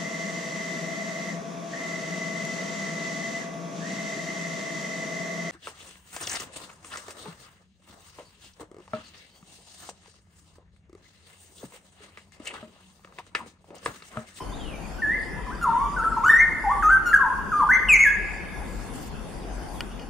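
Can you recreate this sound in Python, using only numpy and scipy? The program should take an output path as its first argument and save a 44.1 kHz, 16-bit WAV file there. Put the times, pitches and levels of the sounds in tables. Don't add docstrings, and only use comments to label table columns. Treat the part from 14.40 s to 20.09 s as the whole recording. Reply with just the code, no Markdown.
import sys
import numpy as np
from scipy import signal
from scipy.io import wavfile
from scipy.ndimage import uniform_filter1d

SR = 44100
rng = np.random.default_rng(int(sys.argv[2]) if len(sys.argv) > 2 else 0)


def wrap_up_sound(samples):
    columns = np.atleast_2d(samples).T
    tamed = np.clip(columns, -1, 1)
    steps = np.round(tamed * 32767).astype(np.int16)
    wavfile.write(sys.argv[1], SR, steps)


N = 250929
T = np.arange(N) / SR
SIDES = np.array([[1], [-1]])


def from_db(db):
    return 10 ** (np.asarray(db) / 20)


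def rms_one(x):
    return x / np.sqrt(np.mean(x ** 2) + 1e-20)


def at_hz(points, hz):
    points = np.array(points)
    return np.interp(np.log(hz), np.log(points[:, 0]), points[:, 1])


def drift(rate):
    step, settle = 20, 4000
    r = np.exp(-2 * np.pi * rate * step / SR)
    white = rng.standard_normal(N // step + settle + 2)
    slow = signal.lfilter([1], [1, -2 * r, r * r], white)[settle:]
    return np.interp(np.arange(N) / step, np.arange(len(slow)), rms_one(slow))


def band(x, low_hz, high_hz):
    edges_hz = [low_hz, min(high_hz, .45 * SR)]
    return signal.sosfilt(signal.butter(2, edges_hz, "band", fs=SR, output="sos"), x)


def ring(x, hz, t60_s):
    r, w = from_db(-60 / (t60_s * SR)), 2 * np.pi * hz / SR
    return signal.lfilter([0, np.sin(w)], [1, -2 * r * np.cos(w), r * r], x + 1e-18)


def gate(start_s, length_s, attack_s, release_s):
    at = np.flatnonzero((T >= start_s) & (T < start_s + length_s))
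    t = T[at] - start_s
    opening = np.clip(np.minimum(t / attack_s, (length_s - t) / release_s), 0, 1)
    return at, t, np.sin(np.pi / 2 * opening) ** 2


def spread(mid, side, alike):
    return np.sqrt(1 + alike) * mid + np.sqrt(1 - alike) * side * SIDES


# frequency in Hz, left-right correlation.
LIKENESS = [(40, -0.04), (120, 0.7), (300, .5), (700, 0.53), (2000, 0.26), (5000, 0.27), (10000, -0.36)]
# frequency in Hz, left minus right in dB.
LEAN = [(40, 10.2), (120, 5.4), (300, 3.3), (1000, 1.2), (4000, 0.7), (10000, .5)]


def air_noise(spectrum, patchy_db, count):
    edges_hz = np.geomspace(spectrum[0][0], spectrum[-1][0], count + 1)
    out, white = 0, rng.standard_normal((2, 2, N))
    for k, (low_hz, high_hz) in enumerate(zip(edges_hz, edges_hz[1:])):
        mid, side = band(white[k % 2], low_hz, high_hz)
        hz = np.sqrt(low_hz * high_hz)
        alike = np.clip(at_hz(LIKENESS, hz), -1, 1)
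        flicker = from_db(at_hz(spectrum, hz) + patchy_db * drift(5.0))
        lean = from_db(SIDES * at_hz(LEAN, hz) / 2)
        out = out + flicker * lean * spread(mid, side, alike)
    return out / np.std(out.mean(axis=0))


# frequency in Hz, relative density in dB.
RUMBLE = [(20, -2), (32, -0.5), (60, 0.5), (85, -5), (120, -6), (190, -1.5), (300, -6), (480, -9),
          (660, -13.5), (840, -8), (1050, -17.5), (1600, -18.5), (2600, -33)]
# frequency in Hz, relative density in dB.
HISS = [(1500, -11.5), (2500, 4.5), (4000, 2), (6000, -1.5), (8500, -1.5), (10200, 5), (11000, -13),
        (13500, -9), (14600, -24)]
RUMBLE_DB, RUMBLE_WANDER_DB = -39.5, 0.6
DRONE_HZ, DRONE_DB, DRONE_WANDER_DB = 44.5, -42.5, 4
HISS_DB = -55


def background(drone_t60_s=0.65, drone_lean_db=2.5):
    drone = ring(band(rng.standard_normal(N), 36.3, 62.0), DRONE_HZ, drone_t60_s)
    drone = drone / np.sqrt(uniform_filter1d(drone ** 2, size=11000) + 1e-20)
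    drone = drone * from_db(DRONE_DB + DRONE_WANDER_DB * drift(2.2)) * from_db(SIDES * drone_lean_db)
    rumble_gain = from_db(RUMBLE_DB + RUMBLE_WANDER_DB * drift(6.3))
    rumble = rumble_gain * air_noise(RUMBLE, patchy_db=2.0, count=22)
    hiss = from_db(HISS_DB) * air_noise(HISS, patchy_db=3.5, count=30)
    return rumble + drone + hiss


# time in seconds, strike strength in dB.
CLICKS = [(5.407, -24.5)]
# frequency in Hz, relative level in dB, T60 in seconds.
CASING = [(1450, -10, 0.055), (1890, -5.5, 0.022), (2460, -2.5, 0.018), (2890, 1, 0.019),
          (3200, -14, 0.043), (4440, -2, 0.0082), (4840, -8, 0.015), (8500, -17, 0.021), (12800, -20, .008)]
# centre in seconds, Gaussian spread in seconds, level in dB.
SCUFFS = [(5.517, 0.011, -52), (5.598, 0.0028, -42), (5.622, .012, -47)]


def casing(x):
    return sum(from_db(db) * ring(x, hz, t60_s) for hz, db, t60_s in CASING)


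def camera():
    push = np.zeros(N)
    for time_s, db in CLICKS:
        push[int(time_s * SR)] = from_db(db)
    rub = sum(from_db(db) * np.exp(-.5 * ((T - s) / spread_s) ** 2) for s, spread_s, db in SCUFFS)
    return rub * rms_one(casing(rng.standard_normal(N))) - casing(push)


# frequency in Hz, relative density in dB.
FEATHERS = [(2500, -2), (4500, -1), (7000, 2.5), (10000, -1), (13000, 2), (15000, -22)]
# start in seconds, length in seconds, level in dB.
RUFFLES = [(4.22, 0.29, -59), (4.516, 0.1, -51.5), (4.588, 0.12, -51.5), (5.197, .25, -60)]
RUFFLE_EDGE_S = 0.037


def feathers(flicker_db=1.0):
    shaking = np.zeros(N)
    for start_s, length_s, db in RUFFLES:
        at, _, opening = gate(start_s, length_s, RUFFLE_EDGE_S, RUFFLE_EDGE_S)
        shaking[at] += from_db(db) * opening
    return shaking * from_db(flicker_db * drift(40)) * air_noise(FEATHERS, patchy_db=-4.5, count=9)


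GROUND_DELAY_S, GROUND_DB = .009, -12


def ground(x):
    return from_db(GROUND_DB) * np.interp(T - GROUND_DELAY_S, T, x, left=0)


# delay in seconds, relative level in dB.
ECHOES = [(0.015, -9), (0.037, -11), (0.059, -12.5), (.074, -11.5), (0.116, -12)]
# frequency in Hz, gain in dB.
ECHO_COLOUR = [(700, -3.5), (1200, -1.5), (1800, -2.5), (6500, -4)]
# frequency in Hz, T60 in seconds.
WOOD_T60 = [(800, 1.85), (1800, 1.43), (3000, 1.17), (6500, 0.68), (14000, .3)]


def trees(x, tail_db, echo_db, alike=0.59, build_s=0.0047, dull_hz=6000, smear_s=0.0026):
    t = T[:int(1.5 * SR)]
    edges_hz = np.geomspace(500, 16000, 11)
    white, scatter, echo_power = rng.standard_normal((2, 2, len(t))), 0, 0
    for delay_s, db in ECHOES:
        smear = (t > delay_s) * np.exp(-np.abs(t - delay_s) / smear_s) / smear_s
        echo_power = echo_power + from_db(2 * (db + echo_db)) * smear
    for k, (low_hz, high_hz) in enumerate(zip(edges_hz, edges_hz[1:])):
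        hz = np.sqrt(low_hz * high_hz)
        decay = np.exp(-np.log(1000) * t / at_hz(WOOD_T60, hz))
        tail = from_db(tail_db) * (1 - np.exp(-t / build_s)) * decay
        power = tail ** 2 + echo_power * from_db(at_hz(ECHO_COLOUR, hz)) ** 2
        scatter = scatter + band(white[k % 2], low_hz, high_hz) * np.sqrt(power / SR)
    mid, side = scatter
    response = spread(mid, side, np.clip(alike, 0, 1))
    dulling = signal.butter(1, min(dull_hz, .45 * SR), fs=SR, output="sos")
    response = signal.sosfilt(dulling, response)
    return signal.fftconvolve(x[None], response, axes=1)[:, :N]


# start
# in seconds, length in seconds, start Hz, end Hz, # relative level in dB, fade over the note in dB (negative
FAR_NOTES = [ (0.0, 0.046, 1030, 960, -28, 42), (0.0, 0.063, 3030, 3100, -48, 9),
             (0.112, 0.072, 3440, 4100, -42.5, 1), (0.18, .19, 3520, 2170, -46, -5),
             (0.422, .05, 2370, 2570, -35, 20), (4.875, 0.057, 8700, 8100, -68, -17),
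             (4.994, .06, 4270, 3130, -52, -2), (5.124, 0.067, 8500, 7400, -54, 0),
             (5.33, 0.065, 4100, 3200, -49, 2), ]
# start in seconds, length in seconds, period in seconds,
# relative level in dB.
CHIP_BOUTS = [(0.089, 2.3, .35, -49), (3.931, 1.75, .337, -53)]
CHIP_HZ = 4720


def far_birds(jitter=0.019, edge_s=0.015, chip_gap_s=0.031, chip_s=0.026, chip_rise_hz=90):
    chips = []
    for first_s, bout_s, period_s, db in CHIP_BOUTS:
        for start_s in np.arange(first_s, first_s + bout_s, period_s):
            for i in range(2):
                hz = CHIP_HZ + i * chip_rise_hz
                chips.append((start_s + i * chip_gap_s, chip_s, hz, hz + chip_rise_hz, db, 0))
    out, waver = np.zeros(N), 1 + jitter * drift(150)
    for start_s, length_s, start_hz, end_hz, level_db, fade_db in [*FAR_NOTES, *chips]:
        at, t, opening = gate(start_s, length_s, edge_s, edge_s)
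        hz = (start_hz + (end_hz - start_hz) * t / length_s) * waver[at]
        whistle = np.sin(2 * np.pi * np.cumsum(hz) / SR)
        out[at] += opening * from_db(level_db - fade_db * t / length_s) * whistle
    return out * from_db(3.5 * drift(50) - 1)


# start in seconds, length in seconds, pitch swing as a share.
FLUTTERS = [(0.681, .11, .015), (1.558, 0.1, 0.016), (1.88, 0.16, 0.016), (2.676, 0.26, 0.012),
            (3.308, 0.12, 0.017)]
FLUTTER_HZ, FLUTTER_EDGE_S = 102, 0.034


def flutter():
    swing = np.zeros(N)
    for start_s, length_s, share in FLUTTERS:
        at, _, opening = gate(start_s, length_s, FLUTTER_EDGE_S, FLUTTER_EDGE_S)
        swing[at] += share * opening
    return swing * np.sin(2 * np.pi * FLUTTER_HZ * T)


def progress(t, length_s):
    return np.clip(t / max(length_s, 1e-4), 0, 1)


SLIDE_POWER = 2.1


def note_pitch(t, onset_hz, held_hz, end_hz, slide_s, hold_s, bend_s):
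    slide = (1 - progress(t, slide_s)) ** SLIDE_POWER
    bend = np.sin(np.pi / 2 * progress(t - slide_s - hold_s, bend_s)) ** 2
    return held_hz + (onset_hz - held_hz) * slide + (end_hz - held_hz) * bend


SWELL_DB, DECLINE_DB = 6.5, 9.5


def note_effort_db(t, length_s, peak_s):
    swell_db = -SWELL_DB * (1 - progress(t, peak_s)) ** 2
    return swell_db - DECLINE_DB * progress(t - peak_s, length_s - peak_s)


# frequency in Hz, overtone gain in dB.
BEAK = [(1800, 17.5), (2700, 8), (3500, 1), (4300, -0.5), (5100, -8), (5900, 8), (6700, 7), (7500, 5.5),
        (8300, -7.5), (9300, 10), (10400, -2), (11100, -5.5), (11900, 2), (12800, 2), (13800, -9.5),
        (15000, -17)]
# start in seconds, length in seconds, onset Hz, held Hz, end Hz,
# slide in seconds, hold in seconds, bend in seconds, peak time after start in seconds,
# relative peak level in dB, relative overtone level in dB, overtone brightening over the note in dB.
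NOTES = [ (0.583, 0.029, 1490, 1500, 1543, 0.0048, .003, 0.017, 0.015, -36.5, -65, 0),
         (0.619, 0.16, 1883, 1708, 2060, .035, 0.011, .100, 0.038, -20, -67, -2),
         (0.955, 0.051, 807, 986, 1060, 0.035, 0.0018, .020, 0.023, -40, -64, 6),
         (1.064, 0.17, 1262, 994, 1594, 0.021, 0.009, 0.038, .022, -36.5, -80, -8),
         (1.212, .036, 1415, 1401, 1335, 0.01, 0.0052, .020, 0.041, -20, -43, -6),
         (1.239, .246, 1348, 908.3, 1154, 0.058, 0.014, 0.14, 0.046, -20, -55.5, 19),
         (1.563, 0.025, 1520, 1490, 1455, 0.0063, 0.0039, 0.018, 0.016, -23.5, -71, -5),
         (1.584, 0.051, 1440, 1337, 1510, .018, 0.0071, 0.022, 0.023, -22, -58, -14),
         (1.637, 0.057, 1784, 1315, 1350, 0.0127, 0.024, 0.022, 0.016, -21, -62.5, -5),
         (1.732, 0.019, 1325, 1339, 1320, 0.0025, 0.0026, 0.013, 0.008, -22.5, -62, -3),
         (1.764, 0.052, 1183, 893, 933, 0.016, 0.0036, 0.014, 0.012, -21.5, -54, 5),
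         (1.833, 0.065, 878, 1450, 1500, 0.034, 0.0055, 0.013, 0.071, -16, -44, 13.5),
         (1.891, 0.14, 1682, 1802, 2127, .015, .030, .090, 0.01, -9, -40, 1),
         (2.239, .120, 945, 791, 1155, 0.034, 0.0024, 0.045, 0.088, -19.5, -52, 3),
         (2.423, 0.16, 1858, 1248, 1557, 0.015, 0.035, 0.048, 0.11, -13.5, -48, -12.5),
         (2.656, 0.11, 1470, 1404, 1333, 0.022, .015, 0.053, 0.035, -19.5, -47, -17),
         (2.729, 0.059, 1923, 1648, 1500, .010, 0.0072, 0.025, 0.011, -11, -42.5, -1),
         (2.789, 0.094, 1268, 1083, 877, .012, 0.006, 0.069, 0.041, -19.5, -62, -12),
         (2.896, 0.042, 910, 1065, 1137, 0.031, 0.00072, 0.0083, 0.046, -22.5, -65, -5),
         (3.117, 0.13, 1542, 1207, 776, 0.025, 0.039, 0.08, 0.099, -17, -55, -12),
         (3.288, 0.088, 1280, 1491, 2063, .010, 0.0014, .030, 0.025, -11, -45.5, 21),
         (3.484, 0.093, 3027, 2530, 2048, .020, 0.0005, .062, 0.054, -10.5, -32, -9.5),
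         (3.582, 0.062, 2038, 2191, 2205, 0.022, 0.012, .015, 0.024, -9.5, -33.5, 2),
         (3.632, 0.082, 2240, 1667, 1720, .046, 0.015, 0.024, 0.038, -11.5, -42.5, 7), ]
ATTACK_S, RELEASE_S = 0.0026, 0.0066
FULLY_ROUGH_DB, ROUGHER_PER_DB = -45.703, 0.37
OVERTONE_FOLLOWS = 0.95
OVERTONE_FALL_DB = 1


def bulbul(jitter=0.0062, wander=0.0065, shimmer_db=3.0, whistle_db=-2.23, overtone_db=0.5,
           even_db=-1.5, symmetry_db=12, purity_db=11, uneven_db=3.5, rasp=0.27, rasp_growth=0.97):
    tremble, wobble = jitter * drift(160) + wander * drift(31), flutter()
    unsteady_db = shimmer_db * drift(61)
    out, k = np.zeros(N), np.arange(2, 13)[:, None]
    above_third = np.maximum(k - 3, 0)
    uneven = np.array([drift(17) for _ in k])
    turbulence = rms_one(band(rng.standard_normal((len(k), N)), 81, 610))
    haze = rasp * (k / 3) ** rasp_growth
    for start_s, length_s, *contour, peak_s, peak_db, pressed_db, brightening_db in NOTES:
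        at, t, opening = gate(start_s, length_s, ATTACK_S, RELEASE_S)
        rough = np.clip(1 + ROUGHER_PER_DB * (pressed_db - FULLY_ROUGH_DB), .2, 1)
        hz = note_pitch(t, *contour) * (1 + rough * tremble[at] + wobble[at])
        phase = 2 * np.pi * np.cumsum(hz) / SR
        effort_db = note_effort_db(t, length_s, peak_s)
        level_db = peak_db + effort_db + whistle_db
        bright_db = pressed_db + OVERTONE_FOLLOWS * effort_db + brightening_db * (t / length_s - .5)
        height_octaves = np.maximum(np.log2(hz / 1700), 0)
        source_db = (even_db - symmetry_db * height_octaves) * (k % 2 == 0)
        source_db = source_db - (OVERTONE_FALL_DB + purity_db * height_octaves) * above_third
        weights = from_db(source_db + at_hz(BEAK, k * hz)) * (k * hz < SR / 2)
        weights = weights / np.sqrt((weights ** 2).sum(axis=0).mean())
        raspy = (1 + haze * turbulence[:, at]) / np.sqrt(1 + haze ** 2)
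        strength = from_db(uneven_db * uneven[:, at]) * raspy
        overtones = (weights * strength * np.sin(k * phase)).sum(axis=0)
        voice = from_db(level_db) * np.sin(phase) + from_db(bright_db + overtone_db) * overtones
        out[at] += np.sqrt(2) * opening * from_db(rough * unsteady_db[at]) * voice
    return out


def scene():
    song, far = bulbul(), far_birds()
    near = song + ground(song) + trees(song, tail_db=0.7, echo_db=-0.5)
    near = near * from_db(SIDES * .3)
    distant = 0.69 * far + trees(far, tail_db=-9.0, echo_db=1.0, alike=.6)
    return near + distant + feathers() + camera() * from_db(SIDES * 1.0) + background()


def gain_control(x, threshold_db=-21, share=0.22, excess_release_db_per_s=16):
    power = uniform_filter1d(np.mean(x ** 2, axis=0), size=880)
    level_db = 10 * np.log10(np.abs(power) + 1e-12)
    over_db = np.maximum(level_db - threshold_db, 0)
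    drain_db = excess_release_db_per_s * T
    held_db = np.maximum.accumulate(over_db + drain_db) - drain_db
    return x * from_db(-share * uniform_filter1d(held_db, size=440))


# frequency in Hz, Q.
NOTCHES = [(3970, 11.3), (8020, 30)]
# time in seconds, gain in dB.
FADE = [(5.42, 1.5), (5.69, -2.5)]
CUTOFF_HZ = 14850


def record(dry):
    for hz, q in NOTCHES:
        dry = signal.lfilter(*signal.iirnotch(hz, q, fs=SR), dry)
    times_s, gains_db = np.transpose(FADE)
    out = gain_control(dry) * from_db(np.interp(T, times_s, gains_db))
    return signal.sosfilt(signal.ellip(10, .3, 80, CUTOFF_HZ, fs=SR, output="sos"), out)


dry = scene()
out = record(dry)
wrap_up_sound(out)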